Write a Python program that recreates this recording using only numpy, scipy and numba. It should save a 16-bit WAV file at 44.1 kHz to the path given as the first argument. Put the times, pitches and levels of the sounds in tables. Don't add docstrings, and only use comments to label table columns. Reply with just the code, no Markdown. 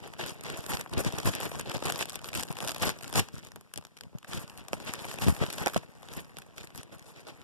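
import sys
import numpy as np
from scipy import signal
from scipy.fft import rfft, irfft
from scipy.io import wavfile
from scipy.ndimage import uniform_filter1d
from numba import njit

SR = 44100
rng = np.random.default_rng(int(sys.argv[2]) if len(sys.argv) > 2 else 0)


def wav_record(signal):
    frames = np.transpose(np.atleast_2d(signal))
    bounded = np.clip(frames, -1, 1)
    quanta = np.round(bounded * 32767).astype(np.int16)
    wavfile.write(sys.argv[1], SR, quanta)


N = 327663
TIME = np.arange(N) / SR

# (time [s], crackle level [dB])
GRIP = [(0, -56), (.13, -61), (.3, -53), (.38, -58), (.6, -49.5), (.86, -60), (1.05, -50), (1.42, -46.5),
        (1.65, -55), (1.9, -50), (2.2, -57), (2.48, -53), (2.75, -50), (3.3, -67), (3.6, -78), (4.2, -81),
        (4.3, -58), (4.67, -63), (4.85, -50), (5.65, -47), (5.88, -65), (6.1, -62), (6.65, -68),
        (7.43, -62.5)]
# (time [s], hold [s], crackle level [dB], flutter level [dB], rub level [dB])
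SQUEEZES = [(.04, 0.041, -51, -43.5, -49), (.199, 0.04, -38.5, -36.5, -42.5),
            (0.259, 0.053, -42, -41.5, -47), (0.454, 0.14, -44, -39.5, -43.5),
            (0.699, 0.053, -36, -33.5, -37.5), (.795, .012, -43, -38, -45), (0.93, 0.034, -50, -37, -37),
            (0.981, 0.026, -35, -28.5, -37), (1.049, 0.035, -38, -34, -37),
            (1.139, 0.063, -48, -38.5, -40.5), (1.262, 0.026, -32, -28, -27.5),
            (1.319, 0.071, -43, -42.5, -47), (1.425, 0.042, -39, -34.5, -41),
            (1.545, 0.027, -47, -39.5, -42), (1.596, 0.015, -44, -43.5, -41),
            (1.669, 0.048, -45, -38.5, -40.5), (1.746, 0.018, -40, -35, -40),
            (1.855, 0.048, -36.5, -32.5, -36), (1.939, 0.042, -44, -40, -43),
            (2.002, 0.026, -35, -37.5, -47), (2.13, 0.039, -47, -50, -53), (2.245, 0.049, -46, -47, -49),
            (2.354, 0.057, -37, -39.5, -37), (2.625, 0.04, -43.5, -37.5, -41),
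            (2.688, 0.028, -42, -41, -50), (2.823, 0.015, -30, -29.5, -32),
            (2.858, 0.02194, -32, -29.5, -34), (2.898, 0.006, -35, -36.5, -46),
            (3.031, 0.095, -51, -47.5, -49), (3.159, 0.015, -32, -30, -32), (3.177, .021, -28, -27.5, -32),
            (3.34, 0.058, -51, -55.5, -47), (3.43, 0.052, -54, -54, -54), (3.555, 0.012, -62, -52.5, -46.5),
            (3.775, 0.013, -60, -55, -43.5), (4.029, 0.031, -70, -58.5, -48.5),
            (4.144, .015, -71.5, -49.5, -51), (4.283, 0.021, -50, -51, -52),
            (4.319, 0.061, -42, -42.5, -40), (4.394, 0.038, -48, -46, -44), (4.584, 0.028, -54, -52, -49),
            (4.741, 0.0085, -50, -49, -40), (4.874, 0.026, -39, -41, -44), (4.991, 0.058, -51, -54, -53),
            (5.08, 0.054, -46, -51, -47), (5.219, 0.026, -35.5, -34.5, -33.5),
            (5.271, 0.034, -37, -33.5, -26.5), (5.417, 0.0213, -39, -28, -29),
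            (5.585, 0.024, -44, -39, -38.5), (5.62, 0.014, -43, -33, -42), (5.765, 0.01, -43, -39.5, -48),
            (6.04, .04, -60, -58, -59), (6.11, .04, -50, -47, -50), (6.167, 0.037, -45, -44, -44.5),
            (6.369, 0.029, -59, -63, -51.5), (6.583, 0.064, -50, -49.5, -51.5),
            (6.757, 0.052, -49.5, -51, -46), (6.924, 0.03, -55, -48, -50), (7.06, 0.054, -56, -56, -65),
            (7.161, 0.046, -54, -54, -69), (7.272, 0.03, -49.5, -44.5, -61)]
# (time [s], position [0 middle, 1 ends])
FOLD_POSITION = [(0, 0.74), (1.7, 0.94), (2.3, .35), (4.2, .3), (5.2, .45), (5.7, 0.83), (6.5, 0.85),
                 (7.4, 0.53)]
# (time [s], share [0-1])
SLIDE = [(0, .25), (1.5, .15), (1.9, 0), (2.75, 0), (2.83, .4), (3.02, 0), (3.18, .45), (3.5, 0), (4.2, 0),
         (4.32, .7), (4.9, 0.44), (5.6, 0.46), (6.2, .5), (6.6, 0.08), (6.85, .4), (7.43, .55)]
# (time [s], half-length of the tick run [s],
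# tick level [dB], crease ring [Hz], panel pop level [dB], pop pitch [Hz], lean to the left [dB])
SNAPS = [(0.137, 0.0015, -46.5, 2300.0, -45, 1130, -5), (0.1943, 0.0036, -42.5, 2500.0, -37.5, 1050, -1),
         (0.2627, 0.002, -41, 11100.0, -40, 770.0, -7), (0.2713, 0.0018, -45, 7000, -49, 900, 1.5),
         (0.2784, 0.0014, -45.5, 5000, -54, 900, -1), (0.41, 0.0011, -47, 9000, -45, 800, -3),
         (0.437, 0.0016, -44, 9600.0, -42, 440.0, -4), (0.48, 0.0014, -53, 7000, -49, 800, 0),
         (0.501, 0.0016, -42, 3230, -50, 900, 1), (0.6408, 0.0024, -48, 3700.0, -39.5, 540.0, 2),
         (0.664, 0.001, -40, 7560, -39.5, 587, -2.5), (0.72, 0.0021, -40, 7000, -50, 900, -0.5),
         (0.7707, 0.0011, -38.5, 4912, -36, 1090.0, -3.5), (0.8115, 0.0012, -36, 7750, -50, 1000.0, -2.5),
         (0.861, 0.0014, -63, 2300.0, -39.5, 900, 3), (0.936, 0.0011, -38.5, 4430, -51, 656, -3.0),
         (1.124, 0.0013, -41.5, 6003, -40, 796.8, -1.5), (1.1857, 0.003, -35, 7005, -32.5, 829, -6.5),
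         (1.2012, 0.0017, -40.5, 5000, -50, 799.4, 0.5), (1.2314, 0.0022, -44, 3220, -43, 654, -2.5),
         (1.262, 0.003, -46, 2996, -44, 800.4, 11), (1.337, 0.0016, -37.5, 2296, -41, 1525, -1.5),
         (1.3517, 0.00054, -34, 9600, -59, 919, -10.5), (1.359, 0.0019, -49, 8410, -37.5, 890.0, -1),
         (1.403, 0.0014, -38.5, 11400.0, -34.5, 659.4, -1.5), (1.516, 0.0016, -45, 2414, -36.5, 990, 2),
         (1.5963, 0.0026, -35.5, 7000.0, -35.5, 1001, -2.5), (1.6115, 0.001, -41, 8616, -50, 1089, -4),
         (1.697, 0.0014, -39.5, 5000, -41, 797.5, 0.5), (1.7096, 0.0011, -48, 3200, -39, 800, 0),
         (1.7497, 0.0018, -40, 3300, -38, 800, -1.5), (1.7796, 0.0015, -48, 4997, -42, 801.6, 0.5),
         (1.716, 0.0026, -37.5, 3000.0, -39, 642.2, -1.5), (1.8242, 0.0026, -47, 2300.0, -31, 583, 8.0),
         (1.8378, 0.0014, -42.5, 7000, -46, 805, 1), (1.845, 0.0015, -44, 4970, -42, 800, 3),
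         (1.8603, 0.0019, -36.5, 4300.0, -41, 499.8, -0.5), (1.9003, 0.0017, -31.5, 2860, -35, 760.2, 2.5),
         (1.9226, 0.00088, -32, 8000, -40, 670.6, 2), (1.9587, 0.0014, -38, 5000, -43, 901.4, 0),
         (1.9912, 0.0018, -36, 9840, -38, 1039, 4.5), (2.01, 0.00097, -33, 2500.0, -30.5, 940.6, -5),
         (2.026, 0.0016, -31.5, 2580, -40, 797, -1.5), (2.056, 0.0011, -41, 9295, -42.5, 530.0, 3),
         (2.089, 0.00091, -46, 4100.0, -52, 541.4, 4), (2.0964, 0.0009, -37.5, 8150, -54, 1039, 2.5),
         (2.103, 0.0013, -43.5, 4895, -56, 670.6, 0), (2.1566, 0.00081, -35.5, 8840, -40.5, 587, 4.5),
         (2.1918, 0.0022, -48.0, 3006, -52, 712.4, 0.5), (2.244, 0.00076, -41, 4848, -44, 1082, 1),
         (2.288, 0.0026, -39.5, 3270, -50, 640, 1.5), (2.3315, 0.00097, -39, 2301, -42, 730.0, 1.5),
         (2.3405, 0.0022, -40, 2486, -40, 611.5, 1.5), (2.3516, 0.0012, -34.5, 8000, -51.0, 780.3, -5),
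         (2.3748, 0.0015, -35.5, 9000, -45, 800, 0.5), (2.3965, 0.0017, -35, 5430, -39, 690.0, 0.5),
         (2.427, 0.00095, -39.5, 8976, -42, 800, -0.5), (2.4337, 0.0016, -33.5, 7500, -42, 600, 0),
         (2.507, 0.004, -44, 2299, -35.5, 550, 11), (2.5266, 0.0008, -43.5, 9620, -46, 726.5, -2),
         (2.569, 0.0014, -41.5, 2810, -44, 1281, 0.5), (2.5871, 0.0013, -45, 8000, -38, 802.5, 0),
         (2.6043, 0.00084, -38, 3502, -39, 421, 2.5), (2.6126, 0.0013, -44, 10000, -41, 800, 1.5),
         (2.6482, 0.0018, -37.5, 7500, -40, 800, -1), (2.6761, 0.0013, -32, 10220, -43, 911, 0),
         (2.684, 0.00099, -34, 5970, -39.5, 900, -0.5), (2.6932, 0.0012, -34, 4000, -41, 895, 1),
         (2.7083, 0.00095, -38, 6960, -48, 900, -3), (2.7177, 0.0014, -37, 8000, -45, 899, -2),
         (2.746, 0.0008, -45, 11000, -52, 900, 1), (2.782, 0.00087, -45, 11000, -52, 900.4, 1),
         (2.7625, 0.0024, -40, 3198, -40.5, 780.0, 0.5), (2.799, 0.0014, -46, 4500, -45, 801.5, 3),
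         (2.831, 0.0032, -34, 3300, -28, 1000, 1), (2.8923, 0.00049, -33, 7800, -26.5, 1181, 4),
         (2.9881, 0.0014, -49.5, 5487, -55, 760, 2), (3.01, 0.0011, -48, 2284, -58, 917, -1),
         (3.027, 0.0012, -47, 8500, -57, 900, 0), (3.0337, 0.0012, -44.5, 7500, -59, 895.5, 1),
         (3.0438, 0.001, -42.5, 3000, -53, 1100, 1), (3.0788, 0.0015, -42.5, 7004, -58, 900, 0.5),
         (3.0993, 0.0012, -50, 8500, -46, 901.3, -2.5), (3.1276, 0.0011, -39.0, 9496, -35.5, 640.5, 5),
         (3.1396, 0.0014, -39, 5500, -41, 900, -0.5), (3.157, 0.0027, -29.5, 5001, -30.5, 950, 1.5),
         (3.195, 0.003, -27.5, 3000, -27, 760, -0.5), (3.2864, 0.0011, -48, 7000.0, -50, 958, 4.5),
         (3.3813, 0.0014, -50, 6020, -52, 901.7, 1), (3.449, 0.0014, -51, 6980, -58, 900, 0),
         (3.47, 0.0012, -51.5, 7000, -59, 900.5, 0.5), (3.5184, 0.00069, -50, 6154, -51, 1002, -1.5),
         (3.5597, 0.00069, -46.5, 10290, -47, 710, -4), (3.6103, 0.00094, -55, 10150, -54, 699, -2),
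         (3.7382, 0.00094, -39.5, 10070, -48, 936, 2), (3.7597, 0.0013, -44.5, 5210, -54, 899, 3.5),
         (3.776, 0.0008, -36.5, 9210, -41.5, 620.2, 4.5), (3.7844, 0.0019, -51, 4410, -47.5, 750, 5),
         (3.8116, 0.001, -60, 5000, -58, 900, 0), (3.825, 0.001, -62, 4020, -53.5, 800, 4),
         (3.839, 0.00094, -64, 8070, -62, 900, 2), (3.851, 0.00098, -47.5, 4400, -52, 779, 0),
         (3.869, 0.00078, -58, 3196, -58, 1100, 3.5), (3.969, 0.0013, -52.5, 2305, -57, 581.4, 5),
         (3.974, 0.0008, -52, 5000, -58, 601, 4), (3.9874, 0.0016, -55.5, 2296, -70, 959, 3),
         (4.0096, 0.00091, -43, 4810, -52, 854, 2), (4.0359, 0.00099, -51.5, 2492, -52, 625, 5.5),
         (4.1853, 0.00055, -50.5, 6675, -64, 775, 5.5), (4.229, 0.00091, -55, 3198, -52, 1054, 1),
         (4.246, 0.0013, -50.5, 2992, -45, 1225, 0.0), (4.3339, 0.0017, -38, 5013, -49, 902, 0.5),
         (4.3746, 0.0017, -44, 3200, -42, 901.6, 1.5), (4.4981, 0.0015, -47, 2733, -53, 636.7, 1),
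         (4.576, 0.00054, -46.5, 9720, -62, 498, 5.5), (4.684, 0.0012, -43.5, 7950, -46, 849, 8.5),
         (4.732, 0.0003, -34, 3092, -26, 948, -8), (4.7395, 0.0018, -46, 5980, -39, 703, 0),
         (4.8017, 0.0013, -48.5, 3715, -40, 600.0, 10.5), (4.8273, 0.002, -52, 3594, -60, 1123, 2.5),
         (4.9372, 0.00064, -34.5, 8985, -35, 1369, 3.5), (4.9452, 0.0022, -53, 3102, -40.5, 1183, 10),
         (4.9541, 0.0013, -46, 5005, -55, 899, -2), (4.9917, 0.0012, -46, 3196, -48, 901, 6),
         (5.008, 0.0013, -52, 3595, -44.5, 722, 9.5), (5.0441, 0.0023, -48.0, 2305, -38, 1345, 4),
         (5.052, 0.00078, -45, 10800, -39.5, 730.0, 11.5), (5.086, 0.0011, -48, 3598, -45, 878.6, 2),
         (5.114, 0.0015, -40, 2407, -43, 1343, 0), (5.1409, 0.00099, -44, 10300, -39, 1256, 5.5),
         (5.1868, 0.00087, -40, 2597, -41, 497.5, 5), (5.2838, 0.0018, -34.5, 2898, -32.5, 700.4, -1.5),
         (5.349, 0.001, -45, 8188, -50.5, 682, 0), (5.3653, 0.00075, -46, 2304, -44, 758.8, 2),
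         (5.528, 0.0011, -37.5, 10500, -45, 960.6, -3), (5.5356, 0.0014, -41, 8000, -46, 900.3, -0.5),
         (5.5408, 0.0014, -43, 8000, -47, 900.4, 1), (5.661, 0.00057, -31, 5513, -26, 764.5, -6.5),
         (5.6717, 0.00089, -32.5, 3000, -25.5, 1097, -4), (5.6808, 0.0015, -36, 5474, -35, 1000, -2.5),
         (5.6873, 0.0015, -46, 3287, -39, 900, -5), (5.698, 0.002, -45, 3300, -44, 901, -2),
         (5.736, 0.0026, -43, 13450, -39, 1004, -11), (5.745, 0.00075, -37, 2592, -47, 911, -3.5),
         (5.766, 0.0018, -35, 2820, -34, 700, -3), (5.777, 0.0014, -40.5, 6040, -44, 900, 0),
         (5.833, 0.0024, -58, 2300.0, -47, 950, 10.5), (6.0307, 0.00071, -53, 3606, -46.5, 693, 5),
         (6.0866, 0.0013, -48, 3508, -50, 1099, 0.5), (6.1367, 0.0014, -45, 6010, -57, 897.6, -1),
         (6.2465, 0.0012, -57, 5013, -59, 902.3, -1), (6.3692, 0.00091, -46, 2306, -49, 518, -6.5),
         (6.386, 0.0012, -43, 10600, -45.5, 1001, -2), (6.4204, 0.0024, -49.5, 2286, -58, 547, -1),
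         (6.5741, 0.001366, -54, 3985, -52, 901, 0), (6.581, 0.0015, -42, 2490, -55, 902, -4),
         (6.613, 0.0013, -60, 4988, -59, 900, -3), (6.6725, 0.00078, -50, 4094, -56, 1085, -4.5),
         (6.704, 0.0014, -57.5, 3290, -53, 1099, 0.5), (6.7488, 0.0012, -54, 4692, -50, 788, -5.5),
         (6.777, 0.0008, -43, 11160, -57, 985, 4), (6.8318, 0.0012, -46.5, 9945, -52, 862, 0.5),
         (6.9946, 0.0011, -52.5, 6288, -56.5, 1006, 3)]
# (time [s], level [dB], nominal pitch [Hz])
BUMPS = [(.974, -19.5, 88.1), (1.065, -19, 131), (1.255, -20, 101), (1.762, -27, 145.2),
         (2.503, -29, 149.4), (3.163, -22, 140.1), (3.192, -17.5, 114.9), (3.34, -33, 133.5),
         (3.776, -50, 133.7), (4.15, -32, 149.7), (4.375, -29, 132), (4.733, -31, 183.7),
         (5.266, -17, 154.6), (5.274, -28, 234.9), (5.2813, -8.5, 88.04), (5.284, -23, 230),
         (5.299, -22, 85), (5.436, -29, 140.6), (5.763, -22.5, 194), (5.771, -28, 126), (6.175, -37, 180),
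         (6.783, -41, 190)]
# (time [s], level [dB], pitch [Hz])
KNOCKS = [(5.668, -14.5, 790.8), (5.672, -24, 889.6), (5.762, -13.5, 676)]
# (frequency [multiple of the pitch], level [dB], decay by 60 dB [s])
KNOCK_MODES = [(.5, -13.5, 0.022), (.78, -7, 0.0061), (1, -1, 0.017), (1.55, -4, .012), (1.95, -17, .007)]
# (frequency [Hz], gain [dB])
ROOM_TONE_EQ = [(20, -5), (60, 6), (160, 20), (600, 0.5), (1500, 0.5), (4000, -4), (12000, -9),
                (16000, -26)]
CREASE_EQ = [(700, -13), (1400, 1.5), (2200, 1), (3000, 0), (4200, -2), (6000, -2), (9000, 1), (12000, 3.5),
             (14000, -1.5), (15500, -35)]
PANEL_EQ = [(100, -22), (250, 5), (400, 3.5), (700, 0), (1000, 0.5), (1400, 0.5), (1900, 3), (2800, 1.5),
            (6000, -36.5)]
RUB_EQ = [(20, -33), (40, -13.5), (70, -0.5), (110, 0), (160, 1.5), (250, -6.5), (400, -24.5), (900, -57)]
CRACK_EQ = [(500, -25), (1800, 8), (12000, 1), (15500, -5)]
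REVERB_EQ = [(100, 13.0), (500, 5.0), (3000, 9.0), (14000, -2.0)]
BUMP_EQ = [(20, -5), (45, -12), (80, -6.5), (400, 4.0)]

PORT_LAG_S = .00036


def undb(db):
    return 10 ** (np.asarray(db) / 20)


def unit(x):
    return x / np.sqrt(np.mean(x ** 2))


def decay(t, t60):
    return np.exp(-np.log(1000) * t / t60)


def curve(points, t=TIME):
    return np.interp(t, *np.transpose(points))


def convolve(x, response):
    return signal.oaconvolve(x, response, axes=1)[:, :x.shape[1]]


def colour(x, eq, size=2048):
    hz, db = np.transpose(eq)
    bin_hz = np.arange(size // 2 + 1) * SR / size
    log_gain = np.log(undb(np.interp(np.log(bin_hz + 1), np.log(hz), db)))
    cepstrum = irfft(log_gain)
    cepstrum[1:size // 2] *= 2
    cepstrum[size // 2 + 1:] = 0
    return convolve(x, irfft(np.exp(rfft(cepstrum)))[None])


def add(out, time_s, sound):
    i = int(np.clip(time_s * SR, 0, N - 1))
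    out[:, i:i + sound.shape[1]] += sound[:, :N - i]


def steady(x, span_s):
    size = int(span_s * SR)
    power = uniform_filter1d(uniform_filter1d(np.mean(x ** 2, axis=0), size), size)
    return x / np.sqrt(np.abs(power) + 1e-4 * power.mean())


@njit
def damped_sines(length, start, hz, cycles, size, phase):
    out = np.zeros(length)
    for k in range(len(start)):
        step = 2j * np.pi * hz[k] / SR - 6.9 * hz[k] / (cycles * SR)
        first = int(start[k]) + 1
        phasor = size[k] * np.exp(step * (first - start[k]) + 1j * phase[k])
        turn = np.exp(step)
        for i in range(max(first, 0), min(first + int(cycles * SR / hz[k]), length)):
            out[i] += phasor.imag
            phasor *= turn
    return out


def room_tone(level_db=-65.5):
    return undb(level_db) * unit(colour(rng.standard_normal((2, N)), ROOM_TONE_EQ))


def squeeze_level(layer, grip_db, attack_s=.011, release_s=.011, ease_db_per_s=15):
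    column = ("crackle", "flutter", "rub").index(layer)
    power = undb(grip_db) ** 2
    for time_s, hold_s, *levels in SQUEEZES:
        span = slice(max(int((time_s - .1) * SR), 0), int((time_s + .5) * SR))
        t = TIME[span] - time_s
        held_db = levels[column] - ease_db_per_s * np.clip(t, 0, hold_s)
        press = np.exp(np.minimum(t, 0) / attack_s) * undb(held_db)
        after = np.maximum(t - hold_s, 0)
        settling = undb(-24) * np.exp(-after / .054)
        let_go = np.maximum(np.exp(-after / release_s), settling)
        power[span] += (press * let_go) ** 2
    return 10 * np.log10(power)


def flicks(times, hz, size, side, cycles, phase_spread, length=N):
    hz = np.clip(hz, 120, 15500)
    polarity = rng.choice([0, np.pi], len(times))
    ports = []
    for port in (1, -1):
        start = (times - port * side * PORT_LAG_S / 2) * SR
        gain = size * undb(port * side * 3.6) * np.sqrt(hz)
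        phase = polarity + phase_spread * rng.standard_normal(len(times))
        ports.append(damped_sines(length, start, hz, float(cycles), gain, phase))
    return np.array(ports)


def sheet_ring(x, t60, tail_db, shapes=1, shape_s=.05):
    t = np.arange(1536) / SR
    shape = (np.arange(x.shape[1]) / (shape_s * SR)).astype(int) % shapes
    out = x
    for k in range(shapes):
        tail = rng.standard_normal((2, len(t))) * decay(t, t60) * (t > .001)
        share = uniform_filter1d((shape == k) * 1., size=64)
        out = out + undb(tail_db) * convolve(x * share, unit(tail) / np.sqrt(len(t)))
    return out


def crinkle(crackle_db, flutter_db, tick_hz=4900, flap_hz=680, folds_per_s=70, avalanche=8):
    slide = curve(SLIDE)
    per_s = 1300 * undb(.55 * (crackle_db + 45)) * (1 + 3.5 * slide)
    at = np.flatnonzero(rng.random(N) < per_s / SR)
    spread_db = 5 * (1 - .6 * slide[at])
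    size = undb(spread_db * np.minimum(rng.exponential(size=N)[at], 3.6))
    side = rng.choice([-1, 1], N)[at] * (curve(FOLD_POSITION)[at] + .25 * rng.standard_normal(N)[at])
    stiffness = rng.standard_normal(N)[at]
    fold_pitches = np.clip(rng.standard_normal(N), -1.5, 1.5)
    fold = fold_pitches[np.cumsum(rng.random(N) < folds_per_s / SR)[at]]
    times, size, side, stiffness, fold = np.repeat([at / SR, size, side, stiffness, fold], avalanche, 1)
    jitter, tick_detune, flap_detune, share = rng.standard_normal((len(size), 4)).T
    times = times + .00075 * jitter
    tick_octaves = .55 * fold + .55 * stiffness + .3 * tick_detune
    flap_octaves = .29 * fold + .59 * stiffness + .6 * flap_detune
    ticks = flicks(times, tick_hz * 2 ** tick_octaves, size * share, side, cycles=8, phase_spread=.63)
    flaps = flicks(times, flap_hz * 2 ** flap_octaves, size ** .97, side, cycles=6.6, phase_spread=.95)
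    ticks = sheet_ring(colour(ticks, CREASE_EQ), t60=.084, tail_db=-10.5, shapes=7)
    flaps = sheet_ring(colour(flaps, PANEL_EQ), t60=.025, tail_db=-8.5, shapes=7)
    crackle = steady(ticks, span_s=.036) * undb(crackle_db - 1.9)
    flutter = steady(flaps, span_s=.036) * undb(flutter_db - 4.5)
    return crackle + flutter


def case_rubbing(rub_db, slips_per_s=320, spread_db=4):
    slips = (rng.random((2, N)) < slips_per_s / SR) * rng.standard_normal((2, N))
    slips *= undb(spread_db * rng.exponential(size=(2, N)))
    return steady(colour(slips, RUB_EQ), span_s=.051) * undb(rub_db)


def room_reverb(x, t60=.25, wet_db=-19):
    t = np.arange(SR // 2) / SR
    tail = rng.standard_normal((2, len(t))) * decay(t, t60) * (t > .006)
    tail = colour(tail, REVERB_EQ)
    return undb(wet_db) * convolve(x, unit(tail) / np.sqrt(len(t)))


def crease_snaps(rows, lead_s=.004, tick_hz=5700, ticks=10, length=2048):
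    out = np.zeros((2, N))
    scale = np.sqrt(.005 * SR / length)
    crack_at = np.array([lead_s + PORT_LAG_S / 2])
    spacing = np.linspace(0, 1, ticks) ** 1.2 * 2 - .8
    for time_s, half_run_s, tick_db, ring_hz, pop_db, pop_hz, lean_db in rows:
        tick_at = crack_at + np.maximum(half_run_s * spacing, -lead_s)
        strength = undb(.74 * rng.standard_normal(ticks))
        octaves = rng.permutation(np.linspace(-1, 1, ticks))
        side = np.clip(lean_db / 6 + .25 * rng.standard_normal(ticks), -1, 1)
        run_hz = tick_hz * (ring_hz / tick_hz) ** .3 * 2 ** (.77 * octaves)
        crack = flicks(crack_at, np.array([ring_hz]), np.ones(1), side[:1],
                       cycles=.0026 * ring_hz, phase_spread=.65, length=length)
        run = flicks(tick_at, run_hz, strength, side, cycles=2.8, phase_spread=.39, length=length)
        pop = flicks(np.maximum(tick_at, crack_at), pop_hz * 2 ** (.81 * octaves), strength, side,
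                     cycles=5.4, phase_spread=1.0, length=length)
        crease = undb(-4.5) * unit(colour(crack, CRACK_EQ)) + undb(-1.5) * unit(colour(run, CREASE_EQ))
        crease = sheet_ring(crease, t60=.018, tail_db=-12)
        panel = sheet_ring(colour(pop, PANEL_EQ), t60=.032, tail_db=-10)
        snap = undb(tick_db + 1.5) * unit(crease) + undb(pop_db - 1.5) * unit(panel)
        add(out, time_s - lead_s, scale * snap)
    return out


def stray_snaps(per_s=3, above_grip_db=7.5, half_run_s=.0012, count=120):
    times = np.cumsum(rng.exponential(size=count)) / per_s
    loudness, panel, pitch, side, stiffness = rng.standard_normal((count, 5)).T
    tick_db = curve(GRIP, times) + above_grip_db + loudness
    pop_db = tick_db - 5 + panel
    ring_hz, pop_hz = 4800 * 2 ** (.82 * stiffness), 850 * 2 ** (.5 * pitch)
    columns = [times, np.full(count, half_run_s), tick_db, ring_hz, pop_db, pop_hz, 3 * side]
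    return [row for row in np.transpose(columns) if row[0] < TIME[-1]]


def case_bumps(cycles=10.5, right_gain=-.15):
    out, t = np.zeros((2, N)), np.arange(6000) / SR
    scale = np.sqrt(.005 * SR / len(t))
    for time_s, db, hz in BUMPS:
        sagging_hz = hz * (.65 + .5 * np.exp(-t / .015))
        envelope = decay(t, cycles / hz) * (1 - np.exp(-t / .0004))
        thud = np.sin(2 * np.pi * np.cumsum(sagging_hz) / SR) * envelope
        add(out, time_s, undb(db) * scale * unit(np.outer([1, right_gain], thud)))
    return colour(out, BUMP_EQ)


def hollow_knocks(left_db=-2):
    out, clock = np.zeros((2, N)), np.arange(4000) / SR
    t = np.maximum(np.array([clock - PORT_LAG_S, clock]), 0)
    for time_s, db, hz in KNOCKS:
        body = sum(undb(mode_db) * decay(t, t60) * np.sin(2 * np.pi * ratio * hz * t)
                   for ratio, mode_db, t60 in KNOCK_MODES)
        add(out, time_s, undb(db + np.array([[left_db], [0]])) * body)
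    return out


def scene():
    grip_db = curve(GRIP)
    firmer_db = grip_db + 55
    crackle_db = squeeze_level("crackle", grip_db)
    flutter_db = squeeze_level("flutter", -49 + .63 * firmer_db)
    rub_db = squeeze_level("rub", -52.5 + .57 * firmer_db, release_s=.022)
    rustle = crinkle(crackle_db, flutter_db)
    snaps = crease_snaps(SNAPS + stray_snaps())
    air = room_tone()
    reverb = room_reverb(rustle + undb(-9.5) * snaps)
    return air + rustle + case_rubbing(rub_db) + reverb + snaps + case_bumps() + hollow_knocks()


def record(dry, cross_gain=.76, cross_hz=6000, balance_db=1.0, top_hz=15200):
    dull = signal.firwin(13, cross_hz, window=("kaiser", 4), fs=SR)
    late_and_dull = np.concatenate([np.zeros(15), dull])
    wide = dry - cross_gain * signal.lfilter(late_and_dull, 1, dry[::-1])
    wide *= undb(np.array([[balance_db], [-balance_db]]) / 2)
    top_cut = signal.ellip(8, .2, 70, top_hz, fs=SR, output="sos")
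    return signal.sosfilt(top_cut, wide)


dry = scene()
out = record(dry)
wav_record(out)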